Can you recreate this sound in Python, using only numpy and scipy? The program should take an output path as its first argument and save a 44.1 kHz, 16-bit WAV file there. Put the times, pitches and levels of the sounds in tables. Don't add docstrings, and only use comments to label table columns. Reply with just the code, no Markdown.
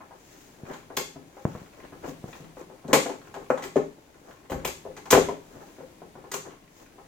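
import sys
import numpy as np
from scipy import signal
from scipy.fft import rfft, irfft
from scipy.io import wavfile
from scipy.ndimage import uniform_filter1d

SR = 44100
rng = np.random.default_rng(int(sys.argv[2]) if len(sys.argv) > 2 else 0)


def unload_audio(sound):
    columns = np.transpose(np.atleast_2d(sound))
    steps = np.round(np.clip(columns, -1, 1) * 32767)
    wavfile.write(sys.argv[1], SR, steps.astype(np.int16))


N = 311787
TIME = np.arange(N) / SR
AGE = TIME[:SR // 2]
REFERENCE_DB, REFERENCE_HZ = -30, 450

# t/s, body level/dB, clatter level/dB, favoured f/Hz
KNOCKS = [ (0.005, -58, -44, 1010), (0.108, -54, -45, 470), (0.699, -40.5, -47, 302),
          (0.735, -50, -41, 900), (0.902, -39, -41.5, 620), (1.158, -39, -47.5, 290),
          (1.368, -42.5, -42, 534), (1.922, -42, -45, 312), (2.076, -31.5, -50, 270),
          (2.399, -47, -57, 167), (2.569, -38, -43, 470), (2.699, -43.5, -49.5, 470),
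          (2.844, -41, -46.5, 187), (2.884, -29.5, -45, 330), (2.931, -11, -14, 516),
          (2.943, -14, -24.5, 420), (2.966, -31, -36, 189), (3.058, -25.5, -30, 724),
          (3.094, -29, -32, 894), (3.341, -41.5, -35, 680), (3.362, -34.5, -41.5, 423),
          (3.502, -13.5, -18, 536), (3.575, -34, -31, 503), (3.758, -13.5, -30.5, 485),
          (3.765, -13.5, -24, 453), (4.498, -31.5, -37, 507), (4.519, -25, -27.5, 330),
          (4.54, -28.5, -43, 224), (4.85, -34.5, -45.5, 383), (4.863, -34, -46.5, 510),
          (5.056, -46.5, -39.5, 333), (5.129, -6.5, -12.5, 514), (5.15, -13, -15, 396),
          (5.174, -10, -21, 378), (5.286, -25, -27, 940), (5.292, -24, -50, 380), (5.544, -44.5, -52, 288),
          (5.605, -58, -46.5, 820), (5.783, -41.5, -50, 343), (5.805, -37, -47, 527),
          (6.018, -40, -46.5, 364), (6.153, -43, -45.5, 372), (6.24, -43.5, -44, 339),
          (6.45, -43.5, -47, 360), (6.983, -49, -46, 390)]
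# t/s, steel level/dB, plastic level/dB, sizzle level/dB, chatter T60/s
SNAPS = [(0.9673, -27.5, -44, -30.5, 0.025), (0.9701, -26.5, -26.5, -41, 0.022),
         (2.879, -47.5, -50, -60, 0.036), (2.9304, -15.5, -15, -25, 0.063), (3.623, -42, -39, -56, 0.11),
         (3.638, -40, -37.5, -46, 0.015), (4.5018, -45, -50.5, -45, 0.14),
         (4.6477, -30.5, -27.5, -31.5, 0.064), (4.6736, -33, -42, -51, 0.062),
         (4.9656, -45, -42, -57, 0.08), (5.1051, -15, -22.5, -22, 0.081), (5.1243, -41, -17, -41, 0.087),
         (6.3156, -31.5, -37, -41, 0.064), (6.338, -29, -31, -36.5, 0.035)]
# f/Hz, level/dB, ring time as a multiple of the blow's
HOUSING_MODES = [(111, -34, 0.53), (159.2, 3, 2.96), (226, -29, 3.5), (273.7, 1, 1.43), (356.6, -1.5, 2.15),
                 (401, -1, 1.8), (428.5, 0.5, 1.63), (518.6, 7, 0.99), (566, -12.5, 3.4), (678, -3.5, 1.3),
                 (794, -5, 1.7), (810, 1, 0.62), (895, 0, 0.66), (1000, -3.5, 0.41), (1051, -4, 1.06),
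                 (1138, -13, 2.7), (1280, -11.5, 0.99), (1536, -4.5, 0.27), (1750, -19.5, 1.3),
                 (1870, -23, 1.4), (2140, -29, 1.2)]


def housing_knocks(body_db=-5, boom_db=-6, clatter_db=-6, panel_db=-4, focus_octaves=0.21):
    # f/Hz, level/dB
    panel_spectrum = [(80, -22.5), (300, 3.5), (550, 3), (1000, -9.5), (1600, -11), (2500, -23.5),
                      (4000, -39.5)]
    out, to_room = np.zeros(N), np.zeros(N)
    mode_hz, mode_db, ring_ratio = np.transpose(HOUSING_MODES)
    for s, db, high_db, pitch in KNOCKS + latch_kicks():
        low_db, t60, wet_db = shell_response(db, pitch)
        push_s = 0.00044 * 2 ** ((db - high_db) / 7.5)
        emphasis = 1 + 3 * np.exp(-(np.log2(mode_hz / pitch) / focus_octaves) ** 2)
        gains = undb(mode_db) * emphasis * rng.choice([-1, 1], len(mode_hz))
        tuning = mode_hz * (1 + 0.013 * rng.standard_normal(len(mode_hz)))
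        modes = np.array([g * ring(hz, t60 * k) for g, hz, k in zip(gains, tuning, ring_ratio)])
        panel_noise = colour(rng.standard_normal(SR), panel_spectrum)
        parts = [(90, 245, low_db + boom_db, 0.0024),
                 (245, 720, db + body_db, push_s),
                 (720, 3000, high_db + clatter_db, 0.00064)]
        for lo, hi, part_db, rise_s in parts:
            tones = modes[(mode_hz >= lo) & (mode_hz < hi)].sum(0)
            panels = cut(panel_noise, [lo, hi], "band", order=3)[-len(AGE):] * fade(t60 * 0.99)
            ringing = level(tones, 0, size=900) + level(panels, panel_db, size=900)
            onset = 1 - np.exp(-(AGE / rise_s) ** 2)
            part = level(ringing * onset, part_db, size=900)
            add(out, s, part * undb(-3 if hi > 1000 else 0))
            add(to_room, s, part * undb(wet_db))
    return cut(out, 98, "high"), to_room


def shell_response(db, pitch):
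    force_db = db - REFERENCE_DB
    boom_db = -46.5 + 0.76 * force_db - 12.5 * np.log2(pitch / REFERENCE_HZ)
    t60 = 0.078 * 2 ** (-force_db / 84)
    wet_db = -2 - 0.16 * force_db
    return boom_db, t60, wet_db


def latch_kicks(delay_s=0.002944, hz=387):
    return [(s + delay_s, plastic_db - 1, plastic_db - 3.5, hz) for s, _, plastic_db, _, _ in SNAPS]


def latch_snaps(grain_db=6.0, crack_t60=0.0093, contact_s=0.00088):
    # f/Hz, level/dB
    snap_spectrum = [(300, -9), (1000, 10), (2100, 5.5), (3300, 1), (4600, -6), (5700, -5), (6600, 2.5),
                     (8000, -5), (9600, -12), (11500, -3.5), (13500, 1), (16000, -7.5)]
    # f/Hz, level/dB, T60/s
    latch_modes = [(5450, 4, 0.014), (6430, 10, 0.024), (6670, -8, 0.039), (7300, -16, .04)]
    # f/Hz, level/dB, T60/s
    catch_modes = [(1160, -1, 0.053), (1750, -7, 0.039), (2018, 1, 0.029), (2340, -6, 0.046),
                   (3100, -8, 0.027)]
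    out = np.zeros(N)
    for s, steel_db, plastic_db, sizzle_db, t60 in SNAPS + hinge_rattles():
        impacts = undb(grain_db * np.repeat(rng.standard_normal(len(AGE) // 16 + 1), 16)[:len(AGE)])
        envelope = (fade(t60) + 0.69 * fade(crack_t60)) * (1 - np.exp(-AGE / contact_s))
        chatter = rng.standard_normal(len(AGE)) * impacts * envelope
        click = colour(flatten(chatter[None], bins=51)[0], snap_spectrum)
        steel = level(cut(click, [4200, 9000], "band", order=3), 0, size=500)
        steel += level(struck(latch_modes, detune=0.038), -10, size=500)
        plastic = level(cut(click, [110, 4000], "band", order=4), 0, size=500)
        plastic += level(struck(catch_modes, detune=0.031), -5, size=500)
        sizzle = cut(click, 9500, "high", order=4)
        for part, db in (steel, steel_db - 7.5), (plastic, plastic_db - 5), (sizzle, sizzle_db - 4):
            add(out, s, level(part, db, size=500))
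    return out


def hinge_rattles(threshold_db=-41.5, slope=0.19, t60=0.047):
    shaken = [(s, -46 + slope * (clatter_db - REFERENCE_DB))
              for s, _, clatter_db, _ in KNOCKS if clatter_db > threshold_db]
    return [(s, db, db + 4, db - 13, t60) for s, db in shaken]


def footsteps(thump_t60=0.017, heel_hz=330, heel_t60=0.0056, tap_t60=0.0008, scuff_t60=0.08):
    # t/s, level/dB, thump f/Hz, heel cutoff f/Hz, relative scuff level/dB
    footfalls = [(0.634, -38, 132.4, 405, -12), (1.4525, -20.5, 158, 1070, -17.5),
                 (1.551, -35, 150, 1050, -1), (1.617, -43, 140, 494, -6), (2.241, -34, 155, 844, -5)]
    out = np.zeros(N)
    for s, db, thump_hz, cutoff_hz, scuff_db in footfalls:
        push = ring(thump_hz, thump_t60) + ring(heel_hz, heel_t60) + undb(6) * fade(tap_t60)
        scuff = undb(scuff_db) * rng.standard_normal(len(AGE)) * fade(scuff_t60)
        cushioned = cut(push + scuff, cutoff_hz, "low", order=3)
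        add(out, s, -level(cut(cushioned, 109, "high"), db, size=600))
    return out


def mat_shudders(band_ratio=1.64):
    # t/s, level/dB, T60/s, centre f/Hz
    settlings = [(4.509, -41, 1, 51), (5.136, -36, 0.43, 110)]
    out = np.zeros(N)
    for s, db, t60, hz in settlings:
        rumble = cut(rng.standard_normal(len(AGE)), [hz / band_ratio, hz * band_ratio], "band")
        add(out, s, level(rumble * fade(t60), db, size=4000))
    return out


def rubbing(uneven_db=4.5, flutter_db=0.5, grain_db=1.5):
    # f/Hz, level/dB
    hand_spectrum = [(100, -7), (160, -2), (220, -3), (350, 5), (550, 2), (900, -3), (1800, -11),
                     (3000, -46.5)]
    # f/Hz, level/dB
    cloth_spectrum = [(700, -8), (1800, 1.5), (3000, -3), (4600, -5.5), (6800, 2.5), (9500, -13.5),
                      (13500, -7.5), (16000, -6.5)]
    rub, swish = sliding()
    grain = undb(grain_db * wander(400))
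    drag = level(colour(diffuse(N), hand_spectrum), 0) * rub * undb(uneven_db * wander(36))
    cloth = level(colour(diffuse(N), cloth_spectrum), 0) * swish * undb(flutter_db * wander(82))
    return (drag + cloth) * grain


def creaks(rate_hz=45, scatter_db=5, burst_t60=0.016, ring_t60=0.043):
    rub, _ = sliding()
    slips = (rng.random(N) < rate_hz / SR) * undb(scatter_db * rng.standard_normal(N).clip(-2, 1))
    bursts = signal.fftconvolve(slips, fade(burst_t60))[:N] * rng.standard_normal(N)
    cover_modes = [(hz, db, ring_t60 * k) for hz, db, k in HOUSING_MODES if hz > 950]
    covers = signal.fftconvolve(slips, struck(cover_modes, detune=0.024))[:N]
    ticks = level(cut(bursts, [700, 2500], "band"), 0) + level(covers, -2)
    return level(ticks, -3) * rub / 2


def sliding(grip_rub_db=-65, grip_swish_db=-68.5):
    # middle t/s, half length/s, rub level/dB, swish level/dB
    slides = [(0.37, 0.16, -68, -58), (0.732, 0.066, -46.5, -57), (1.512, 0.16, -58, -61),
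              (1.807, 0.057, -53, -71), (2.088, 0.04, -39.5, -50), (2.34, 0.093, -50.5, -57.5),
              (2.603, 0.035, -54, -59), (2.91, 0.017, -43, -59), (3.405, 0.42, -57, -71),
              (3.657, 0.036, -53, -58), (4.302, 0.075, -54, -65.5), (4.63, 0.035, -47, -78),
              (5.63, 0.2, -61.5, -64.5), (6.47, 0.058, -53.5, -76), (6.803, 0.06, -68, -59)]
    swells = np.array([np.exp(-((TIME - s) / half) ** 2) for s, half, _, _ in slides])
    return undb(np.transpose(slides)[2:]) @ swells + undb([[grip_rub_db], [grip_swish_db]])


def direct_path(x, lag_samples=2):
    return np.array([x, np.roll(x, lag_samples)])


def room(x, wet_db, gap_s=0.00067, build_s=0.00064, early_db=-3, early_t60=0.085):
    # f/Hz, T60/s
    decay_times = [(100, 0.66), (400, 0.25), (1500, 0.36), (6500, 0.51), (15000, 0.19)]
    noise = rfft(diffuse(len(AGE)))
    octave = np.log2(np.fft.rfftfreq(len(AGE), 1 / SR).clip(125, 16000) / 125)
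    bands = [irfft(noise * (1 - abs(octave - k)).clip(0), len(AGE)) for k in range(8)]
    tail = sum(band * fade(lookup(decay_times, 125 * 2 ** k)) for k, band in enumerate(bands))
    tail = flatten(tail * (1 + undb(early_db) * fade(early_t60)))
    tail *= np.cos(np.pi / 2 * AGE / AGE[-1]) ** 2
    tail *= 1 - np.exp(-(AGE - gap_s).clip(0) / build_s)
    tail *= undb(wet_db) / np.sqrt(np.sum(tail ** 2) / 2)
    return signal.fftconvolve(x[None], tail, axes=1)[:, :N]


def ventilation(db=-53.5, wander_db=1.8):
    # f/Hz, level/dB
    spectrum = [(15, -23), (25, -4), (97, -6.5), (166, -2), (212, -5.5), (301, -0.5), (451, -10),
                (936, -11), (1100, -18), (2160, -18.5), (4610, -24.5), (5000, -24), (5430, -27),
                (5880, -25), (16000, -32)]
    return level(colour(diffuse(N), spectrum), db) * undb(wander_db * wander(2.587))


def diffuse(size, spacing_m=0.19):
    coherence = .93 * np.sinc(2 * np.fft.rfftfreq(size, 1 / SR) * spacing_m / 343)
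    mid, side = rfft(rng.standard_normal((2, size))) * np.sqrt([1 + coherence, 1 - coherence])
    return irfft([mid + side, mid - side], size) / 2


def flatten(x, bins=41):
    spectrum = rfft(x, 2 * len(AGE))
    power = np.mean(abs(spectrum) ** 2, axis=0)
    gain = np.sqrt(uniform_filter1d(power, 10 * bins) / uniform_filter1d(power, bins))
    return irfft(spectrum * gain)[:, :len(AGE)]


def struck(modes, detune):
    return sum(undb(db) * ring(hz * (1 + detune * rng.standard_normal()), t60) * rng.choice([-1, 1])
               for hz, db, t60 in modes)


def ring(hz, t60):
    return np.sin(2 * np.pi * hz * AGE) * fade(t60)


def fade(t60):
    return np.exp(-np.log(1000) * AGE / max(t60, 1e-3))


def wander(rate_hz):
    hold = int(SR / rate_hz)
    stairs = np.repeat(rng.standard_normal(N // hold + 1), hold)
    return level(uniform_filter1d(stairs, hold)[:N], 0)


def colour(x, points, size=2048):
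    cepstrum = irfft(np.log(undb(lookup(points, np.fft.rfftfreq(size, 1 / SR)))))
    cepstrum[1:size // 2] *= 2
    cepstrum[size // 2 + 1:] = 0
    impulse_response = irfft(np.exp(rfft(cepstrum)))
    return np.apply_along_axis(signal.fftconvolve, -1, x, impulse_response)[..., :x.shape[-1]]


def cut(x, hz, kind, order=2):
    return signal.sosfilt(signal.butter(order, hz, kind, fs=SR, output="sos"), x)


def lookup(points, hz):
    f, value = np.transpose(points)
    return np.interp(np.log(hz + 1), np.log(f), value)


def level(x, db, size=None):
    return x * undb(db) / np.sqrt(np.mean(x[..., :size] ** 2) + 1e-20)


def undb(db):
    return 10 ** (np.asarray(db) / 20)


def add(track, s, sound):
    start = max(int(s * SR), 0)
    track[start:start + len(sound)] += sound[:N - start]


def scene():
    housing, housing_to_room = housing_knocks()
    latches, feet, ticks, air = latch_snaps(), footsteps(), creaks(), ventilation()
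    near = direct_path(housing + latches + feet + ticks + mat_shudders())
    walls = room(housing_to_room, wet_db=1) + room(latches + ticks, wet_db=2)
    walls += room(cut(feet, 240, "high", order=1), wet_db=-5)
    return near + walls + rubbing() + air


def record(dry, top_hz=16350):
    # f/Hz, left minus right level/dB
    imbalance = [(50, 4), (200, 1.5), (400, 5.5), (700, 3), (1500, 1), (4000, 4), (6800, 4), (9300, -5.5),
                 (12500, 0), (16000, 1)]
    ports = np.array([colour(x, [(hz, side * db / 2) for hz, db in imbalance])
                      for x, side in zip(dry, (1, -1))])
    return signal.sosfilt(signal.ellip(10, .2, 70, top_hz, fs=SR, output="sos"), ports.clip(-1, 1))


dry = scene()
out = record(dry)
unload_audio(out)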